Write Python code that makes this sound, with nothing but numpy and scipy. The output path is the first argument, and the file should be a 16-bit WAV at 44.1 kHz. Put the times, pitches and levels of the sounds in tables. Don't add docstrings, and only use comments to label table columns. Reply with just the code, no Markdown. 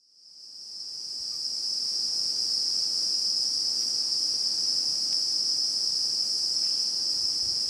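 import sys
import numpy as np
from scipy import signal
from scipy.fft import rfft, irfft, next_fast_len
from scipy.io import wavfile

SR = 44100
rng = np.random.default_rng(int(sys.argv[2]) if len(sys.argv) > 2 else 0)


def output_pcm(signal):
    pcm = np.clip(np.atleast_2d(signal).T, -1, 1) * 32767
    wavfile.write(sys.argv[1], SR, np.round(pcm).astype(np.int16))


def voltage_ratio(decibels):
    exponent = np.asarray(decibels, float) / 20
    return 10 ** exponent


N = 339129


def colour(x, points):
    hz, db = np.transpose(points)
    size = next_fast_len(N)
    bins_hz = np.maximum(np.fft.rfftfreq(size, 1 / SR), 1)
    gain = voltage_ratio(np.interp(np.log(bins_hz), np.log(hz), db, -150, -150))
    out = irfft(rfft(x, size) * gain, size)[:N]
    return out / np.std(out)


def drift(rate_hz):
    pole = np.exp(-80 * np.pi * rate_hz / SR)
    noise = rng.standard_normal(N // 40 + 4002)
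    slow = signal.lfilter([1], [1, -2 * pole, pole * pole], noise)[4000:]
    return np.interp(np.arange(N) / 40, np.arange(len(slow)), slow / np.std(slow))


# frequency in Hz, density in dB per Hz.
RUMBLE_SPECTRUM = [(12, -46), (20, -13), (64, -17), (125, -4), (270, -2.5), (302, 0.5), (420, -5),
                   (2060, -17), (2860, -16.5), (3900, -21.5), (5070, -42), (8580, -120)]


def far_rumble():
    t = np.arange(N) / SR
    start_db, growth_db_per_s = -28, 0.3743
    level_db = start_db + growth_db_per_s * t + .5 * drift(0.87)
    return colour(rng.standard_normal(N), RUMBLE_SPECTRUM) * voltage_ratio(level_db)


# start in seconds, peak in dB, pitch in Hz, time to fall 60 dB in seconds.
KNOCKS = [(1.2, -58.5, 55, .12), (1.33, -65, 55, .1), (4.34, -75, 40, .12), (4.95, -66, 49.8, .12),
          (5.125, -62, 45.3, .1), (7.233, -51, 69, 0.079), (7.428, -46, 58, 0.1), (7.465, -44, 85, .08),
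          (7.478, -50, 141, 0.064), (7.514, -51, 75, .09), (7.675, -51, 55, .1)]


def mount_knocks():
    out = np.zeros(N)
    onset_s = 0.0036
    for start_s, peak_db, hz, fall_s in KNOCKS:
        t = np.maximum(np.arange(N) / SR - start_s, 0)
        rise = 1 - np.exp(-t / onset_s)
        turns = hz * (t + onset_s * rise)
        out -= voltage_ratio(peak_db + 8.0 - 60 * t / fall_s) * rise * np.sin(2 * np.pi * turns)
    return out


# start in seconds, length in seconds, rms level in dB, centre in Hz, width in Hz.
RUSTLES = [(1.318, .03, -70, 1700, 900), (1.32, .065, -65.5, 13000, 5000), (3.797, .008, -60, 13000, 3500),
           (3.804, .033, -55, 2900, 2400), (3.807, .014, -55, 12800, 3500), (3.82, .045, -63, 12500, 3500),
           (6.612, .075, -59, 2000, 900), (6.63, .1, -58.5, 2800, 700), (6.7, .1, -65, 3270, 200),
           (6.69, .22, -64, 2800, 900), (7.31, .04, -66, 3300, 200), (7.1, .32, -62, 75, 80),
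           (7.41, .2, -61, 110, 130)]


def leaf_rustles():
    out = np.zeros(N)
    for start_s, length_s, db, hz, width_hz in RUSTLES:
        at, size = round(start_s * SR), round(length_s * SR)
        grain_levels = voltage_ratio(1.5 * rng.standard_normal(128)).repeat(128)
        grains = rng.standard_normal(16384) * grain_levels
        edges_hz = [hz - width_hz / 2, hz + width_hz / 2]
        band = signal.butter(2, edges_hz, "band", fs=SR, output="sos")
        burst = signal.sosfilt(band, grains)[2048:2048 + size]
        out[at:at + size] += voltage_ratio(db) * burst / np.std(burst) * signal.windows.tukey(size, .5)
    return out


# start in seconds, length in seconds, peak in dB, first pitch in Hz, last pitch in Hz.
CREAK = (1.313, .072, -60.5, 1220, 1140)


def board_creak():
    start_s, length_s, db, start_hz, end_hz = CREAK
    share = np.clip((np.arange(N) / SR - start_s) / length_s, 0, 1)
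    turns = length_s * (start_hz * share + (end_hz - start_hz) * share ** 2 / 2)
    phase = 2 * np.pi * turns
    stutter = 1 - .2 * np.cos(2 * np.pi * 2.6 * share)
    swell = np.sqrt(np.sin(np.pi * share ** .7)) * stutter
    return voltage_ratio(db) * swell * (share < 1) * (np.sin(phase) + .33 * np.sin(2 * phase))


# time in seconds, peak in dB.
TWIG_TICKS = [
    (5.1277, -35),
]


def twig_tick():
    out = np.zeros(N)
    for start_s, peak_db in TWIG_TICKS:
        out[round((start_s + .0015) * SR)] = -voltage_ratio(peak_db + 21.0)
    return signal.sosfilt(signal.butter(2, [1300.0, 6000.0], "band", fs=SR, output="sos"), out)


# multiple, level in dB if odd, level in dB if even.
TYMBALS = [(12, 3, -10), (15, -1, -10), (20, 0, -4), (24, -1, -14), (31, 1, -8), (35, 1, 2), (39, 3, -1),
           (44, -3, -1), (47, -4, -12), (60, -6, -8)]


def singer(rate_hz, wobble, paths):
    k = np.arange(11, 62)
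    multiple, odd_db, even_db = np.transpose(TYMBALS)
    line_db = np.where(k % 2, np.interp(k, multiple, odd_db), np.interp(k, multiple, even_db))
    lines = np.zeros((paths, 2049), complex)
    lines[:, k] = voltage_ratio(line_db)
    cycles = irfft(lines * np.exp(2j * np.pi * rng.random(lines.shape)))
    turns = np.cumsum(rate_hz * (1 + wobble * drift(25.646))) / SR
    at = (turns % 1 * cycles.shape[1]).astype(int)
    gains = np.array([np.ones(N)] + [.7 * drift(16) for _ in cycles[1:]])
    gains /= np.sqrt(np.sum(gains ** 2, axis=0))
    out = sum(gain * cycle[at] for gain, cycle in zip(gains, cycles))
    return out / np.std(out)


def far_crowd(count):
    t = np.arange(N) / SR
    rates = rng.uniform([222, .6], [268, 1.9], (count, 2))
    crowd = sum(singer(start + climb * t, wobble=.007, paths=1) for start, climb in rates)
    return crowd / np.sqrt(2 * count) + 1.22 * rng.standard_normal(N)


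RATES = [
    (240.5, 1.65, 0),
    (250.4, 1.6, .1),
    (258, 1.55, .27),
]
# first level in dB against the crowd, last level in dB, middle of glide in seconds, spread in seconds.
EFFORT = [
    (-8.5, -1, 2.7, 1.6),
    (-5, -22, 3.3, .9),
    (-21, -7.5, 2.3, 1.1),
]


def near_singers():
    t = np.arange(N) / SR
    tired_s = np.maximum(t - 5.5, 0)
    wobbles, path_counts = [.0015, .002, .0025], [7, 5, 5]
    out = np.zeros(N)
    for rate, effort, wobble, paths in zip(RATES, EFFORT, wobbles, path_counts):
        start, climb, tiring = rate
        first_db, last_db, middle_s, spread_s = effort
        rate_hz = start + climb * t - tiring * tired_s ** 2
        glide = (1 + np.tanh((t - middle_s) / spread_s)) / 2
        out += voltage_ratio(first_db + (last_db - first_db) * glide) * singer(rate_hz, wobble, paths)
    return out


# frequency in Hz, density in dB per Hz.
AIR_SAC = [(2900, -50), (3250, -43.5), (3900, -40), (4100, -33.5), (4300, -22), (4450, -18), (4600, -11),
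           (4780, -7), (4900, -3), (5050, -2), (5300, -2), (5400, -5), (5680, -7), (5950, -18.5),
           (6250, -23.5), (6500, -38), (6900, -66)]
# frequency in Hz, density in dB per Hz.
OVERTONES = [(6200, -27), (6500, 0.5), (6950, 0), (7250, 2), (8300, 2), (8600, -2), (9300, -7.5),
             (9800, -4.5), (10500, -3.5), (11400, -14), (12000, -11.5), (13500, -16.5), (15700, -16)]


def cicadas():
    voices = far_crowd(count=18) + near_singers()
    song = colour(voices, AIR_SAC) * voltage_ratio(0.067 * drift(7.1))
    upper = colour(voices, OVERTONES) * voltage_ratio(-19 + 0.47 * drift(6.6))
    return song + upper


def fade_in():
    t = np.arange(N) / SR
    fade_s, bend, start_db = 2.84, 1.62, -37.5
    full_db, easing_db_per_s = -27, 0.3
    rise = voltage_ratio(start_db) + np.sin(np.pi / 2 * np.minimum(t / fade_s, 1)) ** bend
    return voltage_ratio(full_db - easing_db_per_s * np.maximum(t - fade_s, 0)) * rise


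def scene():
    forest = fade_in() * (far_rumble() + cicadas())
    nearby = mount_knocks() + leaf_rustles() + board_creak() + twig_tick()
    return (forest + nearby)[None]


def band_limit(x):
    return signal.sosfilt(signal.butter(12, 15640, fs=SR, output="sos"), x)


def record(dry):
    return band_limit(dry)


dry = scene()
out = record(dry)
output_pcm(out)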